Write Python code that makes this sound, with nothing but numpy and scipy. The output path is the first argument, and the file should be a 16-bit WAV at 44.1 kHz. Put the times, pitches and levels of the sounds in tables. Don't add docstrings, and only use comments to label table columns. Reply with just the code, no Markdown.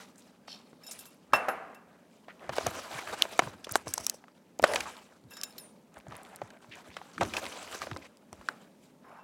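import sys
import numpy as np
from scipy import signal
from scipy.fft import rfft, irfft, next_fast_len
from scipy.io import wavfile
from scipy.ndimage import uniform_filter1d

SR = 44100
rng = np.random.default_rng(int(sys.argv[2]) if len(sys.argv) > 2 else 0)


def log_audio(samples):
    frames = np.atleast_2d(samples).T
    limited = np.clip(frames, -1, 1)
    pcm = np.round(limited * 32767).astype(np.int16)
    wavfile.write(sys.argv[1], SR, pcm)


def voltage_ratio(level):
    return 10 ** (np.asarray(level, float) / 20)


N = 407043
STEP = 64

# frequency in Hz, level in dB per Hz.
HUM = [(15, -82), (25, -51), (63, -21.5), (125, -14), (172, -2), (238, 0), (330, -9), (584, -9.5),
       (766, -20), (854, -14.5), (1600, -34.5), (1930, -29), (2750, -32.5), (8600, -35.5), (15200, -40),
       (16500, -43)]
HUM_DB = -60
# frequency in Hz, level in dB per Hz.
RUMBLE = [(15, -51), (25, -21.5), (87, 4.5), (144, -8.5), (188, 0.5), (321, 1.5), (400, -3), (520, -31.5),
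          (880, -120)]
DRAG = [(120, -40.5), (200, -14), (276, -2), (325, -0.5), (637, 7), (801, 4), (1510, 2), (1700, 0),
        (5000, -31.5), (6500, -37), (11000, -120)]
SWISH = [(1180, -37.5), (2000, -3), (3740, -6.5), (5470, -10), (8070, -11), (12900, -22.5), (15600, -27.5),
         (16100, -35), (16500, -48.5)]
# peak time in seconds, skin drag in dB, foil swish
# in dB, seconds to fall 20 dB.
GRABS = [(0, -53, -54, 0.15), (.2, -61.5, -63, 0.24), (.51, -59, -63, 0.24), (.9, -64, -57, 0.35),
         (1.39, -46.5, -85, 0.55), (2.12, -86, -72, 2.4), (2.44, -51, -67.5, 0.3), (2.6, -45.5, -49, 1),
         (3.42, -47, -57, 0.22), (3.69, -56, -77, 0.03), (3.751, -43.5, -49, 0.11), (4.38, -64.5, -69.5, 0),
         (4.76, -40, -45, 0.29), (5.45, -56, -67, 0.18), (5.98, -53.5, -70, 0.04), (6.12, -51, -66, 0.4),
         (6.78, -56, -60.5, 0.37), (6.97, -58, -61.5, 0.44), (7.213, -57, -54.5, 0.24),
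         (7.384, -48.5, -51, 0.53), (8.47, -65.5, -60.5, 0.28), (8.83, -73.5, -65, 0.1)]
# start and end in seconds, skin drag in dB, foil swish in dB.
SLIDES = [(0.825, 1.076, -62, -66), (2.532, 3.45, -48.5, -51.5), (3.874, 4.095, -53, -57),
          (4.635, 4.812, -46, -50.5), (5.306, 5.64, -61, -65.5), (6.097, 6.554, -59, -71),
          (6.62, 7.167, -63, -70), (7.217, 7.85, -50.5, -52), (8.329, 8.603, -60.5, -68),
          (9.05, 9.3, -59, -81)]
# start and end in seconds, skin drag in dB, foil swish in dB.
SKIDS = [(2.525, 2.538, -48, -49), (2.559, 2.582, -46, -43.5), (2.726, 2.797, -47, -48.5),
         (2.932, 2.994, -42, -46.5), (3.085, 3.145, -43.5, -49), (3.18, 3.247, -44.5, -49.5),
         (4.689, 4.75, -40.5, -52), (7.342, 7.382, -41, -50.5), (7.432, 7.475, -42, -52),
         (7.696, 7.758, -47.5, -49), (7.812, 7.842, -44.5, -50.5), (7.87, 8.067, -57, -62)]
REST_DRAG_DB, REST_SWISH_DB, REST_RUMBLE_DB = -72, -79, -86.5
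RUMBLE_OF_DRAG_DB, RUMBLE_OF_JOLT_DB = -16, -12
GRIP_S, SLIP_S, LET_GO_S, SETTLE_S = 0.086, 0.03, 0.13, 0.13
SKID_RISE_S, SKID_STOP_S = 0.017, 0.011

# peak time in seconds, level in dB, centre in Hz, length in seconds.
SWIPES = [(0.04, -65, 5000, 0.074), (0.182, -50, 8100, 0.042), (0.913, -39.5, 7160, 0.031),
          (0.989, -46.5, 8900, 0.049), (1.06, -51, 8700, 0.032), (1.352, -46.5, 9000, 0.052),
          (2.288, -46.5, 1700, .055), (3.643, -41, 4900, 0.02), (3.712, -38, 7000, 0.014),
          (3.738, -41, 4800, .03), (3.762, -33.5, 7760, 0.019), (4.695, -30, 610, 0.12),
          (2.96, -42, 1300, .05), (3.07, -43, 1500, .04), (4.66, -42, 3000, .1), (8.02, -50, 2300, .03),
          (8.052, -49, 2400, .03), (6.915, -54, 2300, .06), (7.135, -54, 5200, .04),
          (4.859, -37.5, 1010, .06), (6.718, -45, 2370, .07), (6.928, -55.5, 3900, 0.084),
          (6.249, -64, 8550, 0.19), (9.121, -48, 940, 0.31)]
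# start
# in seconds, peak in dB, pitch in Hz.
TICKS = [(0.158, -46, 7350), (0.2224, -46, 4600), (.4775, -46, 4500), (2.395, -48, 2530),
         (2.4638, -48, 2500), (3.722, -20, 11500), (4.59, -30, 7000), (3.378, -36, 7000),
         (4.968, -41.5, 3280), (5.5254, -47, 4300), (5.944, -49.5, 2810), (5.988, -44.5, 10100),
         (6.001, -44.5, 2590), (6.135, -44, 2610), (6.1429, -46, 2500), (6.1532, -39, 2590),
         (6.1664, -36, 10400), (6.2326, -39, 9000), (6.2502, -40.5, 2300), (6.3601, -32, 10000),
         (4.621, -29, 9000), (6.7548, -41, 7000), (6.9037, -40.5, 2280), (7.233, -25, 4000),
         (7.442, -29, 3440), (7.465, -25, 2370), (7.818, -29.5, 3750), (7.186, -44, 8000),
         (8.171, -47.5, 5540),
         (1.1059, -53, 10800), (1.1446, -54, 10900), (1.1687, -59, 7130), (1.2286, -62, 5720),
            (1.268, -60, 7660), (2.556, -32, 5250), (2.6673, -17, 7820), (3.0084, -43, 8190),
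            (3.1887, -36, 8000), (3.3986, -31, 6540), (3.8806, -26, 5700), (3.8874, -33.5, 8120),
            (3.9072, -38, 5960), (3.938, -12.5, 7360), (3.9799, -18.5, 5920), (4.0088, -37, 6770),
            (4.0457, -32, 5740), (4.066, -13, 6040), (4.0704, -38, 8210), (4.0973, -13.5, 5950),
            (4.6444, -22, 7650), (4.6784, -31, 5210), (4.7465, -22, 8370), (5.239, -56, 5320),
            (5.3073, -45, 12200), (5.9414, -47, 7550), (5.9814, -46, 6960), (6.0114, -57, 5740),
            (6.0841, -47, 6690), (6.1034, -49, 5360), (6.1784, -52, 7390), (6.3644, -40, 5300),
            (6.4148, -49, 5210), (6.4363, -50, 6500), (6.4757, -52, 7310), (6.5036, -45, 6400),
            (6.5889, -56, 7850), (6.6957, -51, 5490), (6.7694, -51, 8810), (6.9661, -43, 5100),
            (7.0914, -58, 6160), (7.7139, -40, 6660), (7.8654, -40, 5770), (7.9119, -43, 5670),
            (7.9514, -45, 5610), (7.9708, -31, 5000), (7.9922, -49, 5180), (8.0661, -53, 6300),
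         (2.6764, -29, 1570), (3.0964, -34, 1700), (3.3323, -38, 3200), (5.4136, -25, 4990),
           (5.9614, -49, 1780), (6.0084, -48, 1720), (6.0824, -50, 1510), (6.1094, -41, 1530),
           (6.1614, -43, 2260), (6.1874, -50, 1520), (6.2158, -45, 1540), (6.2614, -47, 2190),
           (6.2694, -48, 2200), (6.349, -44, 1620), (6.3884, -47, 1580), (6.5714, -49, 1710),
           (6.6049, -53, 1580), (6.9416, -41, 2250), (6.989, -44, 2220), (7.0774, -51, 1550),
           (7.1152, -46, 2890), (7.209, -25, 1830), (7.2504, -34, 1660), (7.3414, -28, 3710),
           (7.4544, -29, 2300), (7.6765, -34, 1890), (7.7264, -35, 1820), (7.7458, -32, 2350),
           (7.8254, -29, 1530), (7.8294, -31, 2360), (7.9319, -36, 2510)]

# pitch in Hz, width in Hz, level in dB.
SPOON = [(2750, 200, -6), (3250, 350, -3.5), (3750, 350, -1), (4250, 500, 1), (5230, 400, -2.5),
         (6800, 900, -18), (11000, 900, -23)]
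LID = [(5885, 1100, 0), (8100, 1500, -2), (10200, 1500, -6), (13970, 3000, -17)]
RIM = [(2830, 400, -3), (5236, 450, -2), (6650, 300, -6.5), (8350, 600, -8), (10100, 700, -5)]
# start and end in seconds, level in dB, seconds to fall 20 dB.
SPOON_RASPS = [(0.478, .486, -50.5, 0.01), (.49, .53, -48, .08), (.55, .6, -68.5, .35)]
LID_RASPS = [(3.873, 3.91, -50, .03), (3.932, 3.98, -53, .04), (4.0, 4.075, -51, .07),
             (4.14, 4.15, -53, .03)]
RIM_RASPS = [(4.672, 4.722, -46, .01), (4.784, 4.83, -56, .04), (4.915, 4.948, -62, .02)]

# start in seconds, peak in dB, body in Hz.
NUDGES = [(0.479, -28, 804), (.729, -36.5, 440), (1.323, -37, 1600), (1.4841, -26, 1200),
          (2.282, -30.5, 670), (2.609, -23, 690), (2.711, -23.5, 676), (3.073, -25, 1400),
          (3.252, -21.5, 570), (3.42, -20.5, 574), (3.472, -22.5, 507), (3.668, -25.5, 596),
          (3.87, -24, 644), (4.239, -36.5, 743), (4.281, -40, 1290), (5.968, -28.5, 605), (6.067, -36, 678),
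          (6.121, -27, 970), (6.503, -34.5, 1600), (6.644, -39, 1010), (7.014, -29, 760),
          (7.179, -23, 1260), (7.228, -17.5, 610), (7.817, -20.5, 1200), (7.868, -23.5, 540),
          (7.913, -21.5, 1020), (7.962, -21, 537), (8.411, -34.5, 590)]
# start in seconds, peak in dB, body in Hz.
SNAPS = [(.914, -43, 730), (2.565, -23.5, 740), (3.644, -27.5, 3440), (3.692, -27.5, 1390),
         (3.977, -22, 886), (4.142, -37, 549), (4.626, -22, 420), (4.735, -16, 1910), (4.805, -19, 2420),
         (5.368, -38.5, 1215), (5.583, -33, 4010), (7.749, -29.5, 479), (8.328, -29, 542)]
# start in seconds, peak in dB, body in Hz, length in seconds, crack in dB relative to the peak.
KNOCKS = [(1.334, -7, 1243, .015, -34), (1.337, -18, 2430, .01, -34), (2.492, -16.5, 547, 0.023, -22.5),
          (2.582, -10, 710, .015, -19), (2.663, -18, 690, 0.047, -18), (3.221, 4.5, 3007, 0.0041, -14),
          (3.391, -1, 720, 0.017, -17), (3.755, -.5, 780, .0105, -12.5), (3.939, -29, 1380, 0.018, 11),
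          (4.066, -31, 1150, 0.017, 11), (4.097, -30, 2690, 0.013, 9), (4.595, -16.5, 570, 0.014, -30),
          (4.639, -7, 620, 0.023, -19.5), (4.638, -8, 1492, 0.026, -18), (4.757, -14.5, 670, 0.024, -10),
          (4.758, -11, 2460, 0.017, -24), (5.435, -30.5, 3670, 0.0048, 1), (6.416, -21, 566, 0.022, -38),
          (6.966, -21.5, 1120, 0.016, -46), (7.2095, -15, 688, 0.055, -19.5),
          (7.336, -20, 2400, 0.017, -28), (7.366, -19, 2520, 0.025, -34), (8.486, -6, 1480, 0.0091, -28.5)]
NUDGE_S, NUDGE_CRACK_DB, SNAP_S, SNAP_CRACK_DB = 0.016, -30, 0.017, -10
CRACK_HZ, BRIGHTER = 6200, .2
HOOK = .15

# start in seconds, grind in dB, then the ring of wall, rim and foot in dB.
CLINKS = [(0.8341, -71, -49, -50.5, -56), (0.865, -46, -50, -43.5, -48.5), (0.912, -34, -61, -47, -43.5),
          (0.9901, -35.5, -49, -50.5, -44), (1.055, -36.5, -51.5, -64, -50.5),
          (1.3331, -44, -12, -37, -39.5), (1.357, -35.5, -24, -57, -51.5), (1.4863, -30, -34, -55, -42.5),
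          (1.747, -39.5, -45.5, -72, -70), (5.309, -41, -42, -58, -51), (5.3348, -43.5, -54, -45.5, -61.5),
          (5.3682, -35, -64, -43.5, -63), (5.434, -17, -42, -40, -71), (5.5811, -30, -52, -48, -41),
          (9.186, -75, -53, -74, -85)]
MUG_HZ = [1630, 2680, 3790, 5280, 7080, 9352, 10700, 12210, 13550]
# level in dB, T60 in seconds.
MUG = [(-8, 0.034), (-10, 0.2), (-7, 0.05), (2, 0.042), (-5, 0.06), (-9, 0.21), (-5, 0.11), (-1, 0.042),
       (-12, .15)]
PART = [0, 0, 1, 1, 1, None, 2, 2, 2]
# start in seconds, level in dB.
PINGS = [(.878, -46), (.95, -57), (1.34, -58), (5.434, -59), (5.5994, -50)]
# start and end in seconds, level in dB.
SCRAPES = [
    (.835, .97, -65),
    (5.313, 5.5, -59.5),
    (9.058, 9.3, -73),
]

# start in seconds, peak in dB, T60 in seconds, tilt in dB per octave.
LANDINGS = [(1.333, -5.5, 0.78, 1.5), (1.483, -11, 0.71, 1), (2.28, -38.5, 0.61, -.3),
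            (4.638, -9, 0.25, 0.1), (7.214, -17.5, 0.46, -1.5), (8.487, -23, 0.35, 0)]
# frequency in Hz, level in dB per Hz.
TAIL = [(88, -45.5), (150, -14), (368, -8.5), (427, -5), (781, 2.5), (856, -5), (1280, -1.5), (2720, -19),
        (3450, -33), (12000, -47), (15600, -83.5), (22000, -120)]
# start in seconds, peak in dB, pitch in Hz (the swing is 0.7 of it).
THUMPS = [(1.335, -39, 108), (2.499, -38, 109), (2.665, -34, 105), (2.949, -40, 112), (3.425, -38, 107),
          (3.465, -35, 112), (3.714, -37, 91), (3.868, -39, 104), (3.999, -44, 70), (4.617, -37, 78.1),
          (4.739, -49, 109), (5.249, -45, 107), (5.969, -51.5, 59.7), (6.081, -38.5, 109),
          (6.129, -47, 107), (6.429, -41.5, 99), (6.684, -47.5, 101), (6.888, -51, 75.4), (7.216, -27, 92),
          (7.917, -32, 95), (8.325, -48, 78.1), (8.388, -50.5, 48.4)]
TOP_HZ = 16700


def colour(x, points):
    hz, db = np.transpose(points)
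    size = next_fast_len(len(x))
    f = np.maximum(np.arange(size // 2 + 1) * SR / size, 1)
    gain = voltage_ratio(np.interp(np.log(f), np.log(hz), db, -120, -120))
    y = irfft(rfft(x, size) * gain, size)[:len(x)]
    return y / np.sqrt(np.mean(y ** 2))


def band(x, hz, width_hz):
    y = signal.lfilter(*signal.iirpeak(min(hz, .45 * SR), hz / width_hz, SR), x)
    return y / np.max(np.abs(y))


def ring_twice(x, hz, q):
    ring = signal.iirpeak(hz, q, SR)
    return signal.lfilter(*ring, signal.lfilter(*ring, x))


def fade(t, t60):
    return np.exp(-np.log(1000) * t / max(t60, 1 / 1000))


def add(out, s, x):
    i = max(int(s * SR), 0)
    out[i:i + len(x)] += x[:N - i]


def walk(rate):
    k = int(SR / rate)
    held = np.repeat(rng.standard_normal(N // k + 1), k)
    return 1.3 * uniform_filter1d(uniform_filter1d(held, k), k)[:N]


def grains(rate, spread_db):
    slips = np.zeros(N)
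    at = rng.integers(N, size=int(N / SR * 400))[:int(rate * N / SR)]
    sizes = rng.exponential(size=N // 100)[:len(at)]
    slips[at] = voltage_ratio(spread_db * np.minimum(sizes, 3))
    return rng.standard_normal(N) * (1 + signal.lfilter([1], [1, -.985], slips))


def gesture(start, end, db, rise, fall):
    t = np.arange(0, N, STEP) / SR
    outside = np.maximum((start - t) / rise, (t - end) / fall)
    return voltage_ratio(db - 20 * np.maximum(0, outside)) ** 2


def loudness(power):
    return np.sqrt(np.repeat(power, STEP)[:N])


def hum():
    return voltage_ratio(HUM_DB - 0.5 + 0.98 * walk(6.4)) * colour(rng.standard_normal(N), HUM)


def effort(column, rest_db):
    slides = sum(gesture(a, b, db[column], SLIP_S, LET_GO_S) for a, b, *db in SLIDES)
    skids = sum(gesture(a, b, db[column], SKID_RISE_S, SKID_STOP_S) for a, b, *db in SKIDS)
    grabs = sum(gesture(s, s, db[column], GRIP_S, fall) for s, *db, fall in GRABS)
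    return voltage_ratio(rest_db) ** 2 + slides + skids + grabs


def crackle(points, low_hz, count, rate, spread_db, patch_db):
    hz_points, db_points = np.transpose(points)
    out = np.zeros(N)
    for hz in low_hz * 2 ** (np.arange(count) / 3):
        spot = ring_twice(grains(rate, spread_db), hz, 3.5)
        level = np.interp(np.log(hz), np.log(hz_points), db_points)
        out += voltage_ratio(level + patch_db * walk(30)) * spot
    return out / np.sqrt(np.mean(out ** 2))


def rubbing():
    skin = effort(column=0, rest_db=REST_DRAG_DB)
    foil = effort(column=1, rest_db=REST_SWISH_DB)
    jolts = sum(gesture(s, s, db + RUMBLE_OF_JOLT_DB, 0.046, SETTLE_S) for s, db, hz in THUMPS)
    case = voltage_ratio(REST_RUMBLE_DB) ** 2 + voltage_ratio(RUMBLE_OF_DRAG_DB) ** 2 * skin + jolts
    grip = walk(70)
    rumble = loudness(case) * voltage_ratio(3.1 * walk(15)) * colour(rng.standard_normal(N), RUMBLE)
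    skin_spots = crackle(DRAG, 250.6, count=12, rate=130, spread_db=3.4, patch_db=2.6)
    drag = loudness(skin) * voltage_ratio(2.2 * grip) * skin_spots
    foil_spots = crackle(SWISH, 2380, count=9, rate=130, spread_db=3.4, patch_db=2.1)
    swish = loudness(foil) * voltage_ratio(1.9 * grip) * foil_spots
    return rumble + drag + swish


def swipes():
    out, rub = np.zeros(N), grains(200, 3)
    for s, db, hz, length in SWIPES:
        t = np.arange(-length, 2 * length, 1 / SR)
        swell = np.exp(-(t / np.where(t < 0, 0.081 * length, 0.56 * length)) ** 2)
        grit = rub[int(s * SR / 2):][:len(t)]
        stroke = band(band(grit * swell, hz, 0.42 * hz), hz, 0.91 * hz)
        add(out, s - length, voltage_ratio(db + 7.0) * stroke)
    return out


def ticks():
    out, t = np.zeros(N), np.arange(SR // 40) / SR
    rows = TICKS
    for (s, db, hz), grit in zip(rows, rng.standard_normal((len(rows), len(t)))):
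        click = band(grit * fade(t, 0.0062), hz, 0.36 * hz)
        add(out, s, voltage_ratio(db) * band(click, hz, min(3.2 * hz, SR / 3)))
    return out


def rasps():
    out = np.zeros(N)
    for body, rows in ((SPOON, SPOON_RASPS), (LID, LID_RASPS), (RIM, RIM_RASPS)):
        grit, tone = grains(300, 2.0) * voltage_ratio(1.2 * walk(60)), 0
        for hz, width, db in body:
            tone = tone + voltage_ratio(db) * ring_twice(grit, hz, hz / max(1.5 * width, 150))
        push = sum(gesture(a, b, db, .006, fall) for a, b, db, fall in rows)
        out += loudness(push) * tone / np.sqrt(np.mean(tone ** 2))
    return out


def knocks():
    out, t = np.zeros(N), np.arange(SR // 10) / SR
    nudges = [(*row, NUDGE_S, NUDGE_CRACK_DB) for row in NUDGES]
    snaps = [(*row, SNAP_S, SNAP_CRACK_DB) for row in SNAPS]
    rows = KNOCKS + nudges + snaps
    noise = rng.standard_normal((len(rows), 2, len(t)))
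    for (s, db, hz, length, crack_db), (push, grit) in zip(rows, noise):
        cycles = hz * t + HOOK * (1 - fade(t, 0.15 * length))
        ring = np.sin(2 * np.pi * cycles) * fade(t, length) * (1 - fade(t, 0.16 * length))
        rattle = band(push * fade(t, 1.35 * length), 0.95 * hz, 0.92 * hz)
        rattle = min(length / 0.026, 1) * band(rattle, 1.13 * hz, 2.5 * hz)
        top = np.clip(CRACK_HZ * voltage_ratio(BRIGHTER * (crack_db + 11)), 1500, 13000)
        crack = band(grit * fade(t, 0.3 * length), top, 0.95 * top)
        crack = voltage_ratio(crack_db + 6.5) * band(crack, 0.86 * top, 1.1 * top)
        add(out, s + .001, voltage_ratio(db - 2.0) * (0.7 * ring + rattle + crack))
    return out


def mug():
    out, t = np.zeros(N), np.arange(SR // 3) / SR
    sizes = rng.standard_normal((len(CLINKS), len(MUG)))
    noise = rng.standard_normal((len(CLINKS), len(t)))
    for (s, grind_db, *part_db), size, grit in zip(CLINKS, sizes, noise):
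        add(out, s, voltage_ratio(grind_db - 5) * band(grit * fade(t, 0.028), 5600, 7900))
        for hz, (db, t60), part, uneven in zip(MUG_HZ, MUG, PART, size):
            if part is None:
                continue
            width = np.log(1000) / np.pi / t60
            pair = sum(band(grit * fade(t, .12), f, width) for f in (hz, hz * 1.003))
            add(out, s, voltage_ratio(part_db[part] + db - 6.0 + 0.59 * uneven) * pair)
    return out


def handle():
    out, t = np.zeros(N), np.arange(SR // 3) / SR
    handle_hz = MUG_HZ[PART.index(None)]
    for (s, db), grit in zip(PINGS, rng.standard_normal((len(PINGS), len(t)))):
        add(out, s, voltage_ratio(db) * band(grit * fade(t, 0.27), handle_hz, 13))
    push = loudness(sum(gesture(a, b, db, SLIP_S, .12) for a, b, db in SCRAPES))
    grit = grains(150, 4.0) * voltage_ratio(3.0 * walk(40))
    modes = sum(voltage_ratio(db + 11.5) * band(grit, hz, 0.025 * hz) for hz, (db, t60) in zip(MUG_HZ, MUG))
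    return out + push * modes


def kitchen():
    out, t = np.zeros(N), np.arange(SR) / SR
    for (s, db, t60, tilt), air in zip(LANDINGS, rng.standard_normal((len(LANDINGS), len(t)))):
        shape = (1 - fade(t, 0.0059)) * (fade(t, 0.093 * t60) + 0.27 * fade(t, t60))
        tilted = [(hz, db_hz + tilt * np.log2(hz)) for hz, db_hz in TAIL]
        add(out, s, voltage_ratio(db - 13.0) * shape * colour(air, tilted))
    return out


def thumps():
    out, t = np.zeros(N), np.arange(SR // 4) / SR
    for s, db, hz in THUMPS:
        turns = .7 * hz * (t + 0.024 * (1 - fade(t, 0.13)))
        swing = np.sin(2 * np.pi * turns) * (1 - fade(t, .02)) * fade(t, 0.094)
        add(out, s, voltage_ratio(db + 2.0) * swing)
    return out


def scene():
    hand = rubbing() + swipes() + ticks()
    contacts = rasps() + knocks() + thumps()
    ceramic = mug() + handle()
    return (hum() + hand + contacts + ceramic + kitchen())[None]


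def band_limit(x):
    return signal.sosfilt(signal.butter(12, 16560, fs=SR, output="sos"), x)


def record(dry):
    x = signal.sosfilt(signal.butter(3, 42, "high", fs=SR, output="sos"), dry)
    x = signal.sosfilt(signal.ellip(14, .2, 100, TOP_HZ, fs=SR, output="sos"), x)
    mix = np.clip(x, -1, 1)
    return band_limit(mix)


dry = scene()
out = record(dry)
log_audio(out)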